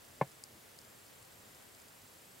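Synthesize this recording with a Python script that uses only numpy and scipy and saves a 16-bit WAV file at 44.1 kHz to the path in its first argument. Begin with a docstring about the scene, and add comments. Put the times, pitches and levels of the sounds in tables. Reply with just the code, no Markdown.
"""A finger bumps the case of a hand-held camera once: a knock, a scuff and a short ring.
Its plastic parts tick faintly and the grip rubs. An insect-like trill, probably the focus motor
stepping thirty times a second, pauses between the two clearest ticks. Behind them, on a quiet lawn,
distant traffic hums under the microphone's own hiss and a thin electronic whine."""
import sys
import numpy as np
from scipy import signal
from scipy.fft import rfft, irfft
from scipy.io import wavfile
from scipy.ndimage import uniform_filter1d

SR = 44100
rng = np.random.default_rng(int(sys.argv[2]) if len(sys.argv) > 2 else 0)


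def put_to_file(sound):
    """Save the sound as 16-bit audio at rate SR, in the file named by the first command-line argument."""
    columns = np.atleast_2d(sound).T  # one column per channel
    safe = np.clip(columns, -1, 1)
    whole_steps = np.round(safe * 32767)
    wavfile.write(sys.argv[1], SR, whole_steps.astype(np.int16))


N = 105840

# Case modes (frequency [Hz], level [dB], t60 [s])
CASE_MODES = [(135.5, -26, 0.09), (176.7, -27.5, .07), (302, -32, 0.051), (419, -26.5, 0.033),
              (548, -33, 0.083), (658, -38, .085), (754, -30.5, 0.066), (883, -24.5, 0.045),
              (990, -27, .047), (1085, -25, 0.037), (1528, -49.5, 0.063), (1741, -35.5, 0.048),
              (2162, -43, 0.054), (2416, -45, 0.047)]
# Skin scuff spectrum (frequency [Hz], relative density [dB])
SCUFF_SPECTRUM = [(60, -8), (500, 5), (1300, 2), (2200, 5.5), (3000, -4.5), (4500, -13.5), (8000, -21),
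                  (16000, -45)]


def finger_bump(t, start_s=0.2121, knock_hz=603, pan_db=2.4):
    """Damped knock and skin scuff; the case rings on, adjacent modes in opposite phase."""
    def place(x, hz):
        """Bass near centre, full left bias from 1 kHz up."""
        return pan(x, pan_db * min(hz / 1000, 1))

    age_s = t - start_s
    knock = place(undb(-14.8) * ring(age_s, knock_hz, rise_s=0.00087, t60_s=0.0144), knock_hz)
    case = np.zeros((2, N))
    for k, (hz, db, t60_s) in enumerate(CASE_MODES):
        mode = ring(age_s, hz, rise_s=0.125 / hz, t60_s=t60_s)
        case += (-1) ** k * undb(db - 0.3) * place(mode, hz)
    mid, side = noise(SCUFF_SPECTRUM), 0.53 * noise(SCUFF_SPECTRUM)
    skin = np.array([mid + side, mid - side])
    scuff = pan(undb(-32) * skin * strike_envelope(age_s, rise_s=0.0074, t60_s=0.049), pan_db)
    low_cut = signal.butter(N=2, Wn=88, btype="high", fs=SR, output="sos")
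    return signal.sosfilt(low_cut, knock + case + scuff)


# Ticks (time [s], level [dB], tilt [dB/octave])
TICK_EVENTS = [(0.050, -58, -1), (0.082, -68, 1), (0.276, -57, 1), (0.297, -59, 0), (0.316, -54, -2),
               (0.4382, -38, -2.5), (0.7886, -42, -9), (0.8152, -53, -3.5), (0.8485, -52.5, -11),
               (1.065, -56, -1), (1.082, -53, -9), (1.249, -58, -4), (1.548, -49, -10), (1.749, -52, -7),
               (1.800, -50.5, -8), (1.818, -55, -5), (1.884, -54.5, -3), (2.018, -53, -13), (2.252, -60, 0),
               (2.315, -55, -7)]
# Plastic part modes (frequency [Hz], relative level [dB], t60 [s])
PLASTIC_MODES = [(4350, -7.5, 0.008), (4993, -1, .014), (6550, -2.5, 0.0088), (7000, -2, 0.0086),
                 (7890, 1.5, 0.0067), (9320, 0, 0.0096), (10200, -3.5, 0.01), (10890, 2, 0.0082)]


def plastic_ticks(t, scatter_count=40, scatter_db=-65.5, spread_db=4.5):
    """Two clear ticks and many faint ones, all ringing the same small part."""
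    times_s = rng.uniform(0, t[-1], scatter_count)
    levels_db = rng.normal(scatter_db, spread_db, scatter_count)
    scatter = [(start_s, db, 0) for start_s, db in zip(times_s, levels_db)]
    lowest_hz = PLASTIC_MODES[0][0]
    out = np.zeros(N)
    for start_s, db, tilt_db_per_oct in list(TICK_EVENTS) + scatter:
        onset = int(start_s * SR)
        span = slice(onset, onset + SR // 20)
        for k, (hz, mode_db, t60_s) in enumerate(PLASTIC_MODES):
            gain = undb(db + mode_db + tilt_db_per_oct * np.log2(hz / lowest_hz))
            out[span] += (-1) ** k * gain * ring(t[span] - start_s, hz, rise_s=0.00008, t60_s=t60_s)
    return pan(out, db=2.3)


# Grip rubs (time [s], 1/e half width [s], level [dB])
RUB_EVENTS = [(0.202, 0.037, -61), (0.544, 0.044, -62.5), (1.47, 0.13, -71)]
# Rub spectrum (frequency [Hz], relative density [dB])
RUB_SPECTRUM = [(30, -20), (100, 3), (300, -1), (600, -7), (1500, -27), (8000, -46)]


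def grip_rubs(t):
    """The hand slides on the case: brief swells of dull noise."""
    swells = sum(undb(db) * np.exp(-((t - peak_s) / half_s) ** 2) for peak_s, half_s, db in RUB_EVENTS)
    return noise(RUB_SPECTRUM) * swells


# Motor runs (start [s], end [s])
MOTOR_SPANS = [(0, 0.15), (0.165, 0.40), (0.83, 1.05), (1.135, 1.265), (1.30, 1.83), (1.865, 2.4)]
# Whistle pitch (time [s], frequency [Hz])
WHISTLE_PITCH = [(0, 7560), (0.06, 7620), (0.12, 7360), (0.22, 7650), (0.28, 7220), (0.36, 7680),
                 (0.98, 7400), (1.03, 7700), (1.18, 7360), (1.27, 7560), (1.49, 7270), (1.60, 7520),
                 (1.71, 7660), (1.82, 7285), (1.93, 7560), (2.05, 7500), (2.31, 7680), (2.4, 7480)]


def focus_motor(t, steps_per_s=29.97, step_s=0.014, glide_hz=119, jitter_s=0.0018, spread_hz=47):
    """Each step is a short, slightly rising whistle; pitch wanders between steps."""
    out = np.zeros(N)
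    for start_s in np.arange(0.013, t[-1], 1 / steps_per_s):
        if any(on_s <= start_s < off_s for on_s, off_s in MOTOR_SPANS):
            age_s = t - rng.normal(start_s, jitter_s)
            active = (age_s > 0) & (age_s < step_s)
            progress = age_s[active] / step_s
            centre_hz = np.interp(start_s, *np.array(WHISTLE_PITCH).T) + rng.normal(0, spread_hz)
            hz = centre_hz + glide_hz * (progress - 0.5)
            whistle = np.sin(2 * np.pi * np.cumsum(hz) / SR)
            out[active] += undb(-62) * np.sin(np.pi * progress) * whistle
    return out


# Traffic and open-air spectrum (frequency [Hz], relative density [dB])
AIR_SPECTRUM = [(25, -43), (100, -12), (200, -3.5), (480, -0.5), (1000, -4.5), (1900, -5.5), (3200, -11.5),
                (5000, -16), (8000, -15), (12000, -34), (16000, -46)]
# Rumble spectrum (frequency [Hz], relative density [dB])
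RUMBLE_SPECTRUM = [(20, -56), (42, -3), (60, -12.5), (80, 1), (115, 3.5), (160, -2.5), (250, -5),
                   (500, -12), (1500, -27)]


def traffic_and_air():
    """Diffuse distant traffic and air, uncorrelated left and right, over a wavering centred rumble."""
    swell_db = 0.22 * wander(rate_hz=2)
    air = [noise(AIR_SPECTRUM) * undb(-60.5 + swell_db + 0.5 * wander(rate_hz=14)) for _ in range(2)]
    rumble = noise(RUMBLE_SPECTRUM) * undb(-67.5 + wander(rate_hz=13))
    return np.array(air) + rumble


# Microphone hiss spectrum (frequency [Hz], relative density [dB])
HISS_SPECTRUM = [(100, -4.5), (1500, -5.5), (3000, 1), (4300, 1.5), (4900, 2), (5600, 0), (8000, 1),
                 (11000, 1), (13000, 0.8), (16000, -1)]


def electronics(t, whine_hz=8392, shimmer_hz=8690):
    """Microphone hiss, a steady whine and a narrow shimmering band just above it, all centred."""
    whine = undb(-80.5) * np.sin(2 * np.pi * whine_hz * t)
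    shimmer = undb(-80) * unit_rms(wander(rate_hz=260) * np.sin(2 * np.pi * shimmer_hz * t))
    hiss = undb(-61.5) * noise(HISS_SPECTRUM)
    return hiss + whine + shimmer


def undb(db):
    """Decibels to gain."""
    return 10 ** (np.asarray(db) / 20)


def unit_rms(x):
    """Scale to rms 1."""
    return x / np.sqrt(np.mean(x ** 2))


def pan(x, db):
    """Stereo, left above right by db."""
    return x * undb(np.array([[db], [-db]]) / 2)


def noise(spectrum):
    """Noise of rms 1, shaped by (frequency [Hz], relative density [dB]) points."""
    hz, db = np.array(spectrum).T
    bins_hz = np.maximum(np.fft.rfftfreq(N, 1 / SR), 1)
    gain = undb(np.interp(np.log(bins_hz), np.log(hz), db))
    return unit_rms(irfft(rfft(rng.standard_normal(N)) * gain, N))


def wander(rate_hz):
    """Smoothed random sample-and-hold, rms 1."""
    hold = int(SR / rate_hz)
    steps = rng.standard_normal(N)[np.arange(N) // hold]
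    return unit_rms(uniform_filter1d(uniform_filter1d(steps, hold), hold))


def strike_envelope(age_s, rise_s, t60_s):
    """Fast rise, exponential decay."""
    age_s = np.maximum(age_s, 0)
    return (1 - np.exp(-age_s / rise_s)) * np.exp(-np.log(1000) * age_s / t60_s)


def ring(age_s, hz, rise_s, t60_s):
    """One struck mode."""
    return strike_envelope(age_s, rise_s, t60_s) * np.sin(2 * np.pi * hz * age_s)


def scene():
    """The camera's own small sounds over a steady background."""
    t = np.arange(N) / SR
    background = traffic_and_air() + electronics(t)
    return finger_bump(t) + plastic_ticks(t) + grip_rubs(t) + focus_motor(t) + background


def record(dry, cutoff_hz=15800):
    """The camera's steep low-pass."""
    return signal.sosfilt(signal.ellip(12, 0.1, 70, cutoff_hz, fs=SR, output="sos"), dry)


dry = scene()
out = record(dry)
put_to_file(out)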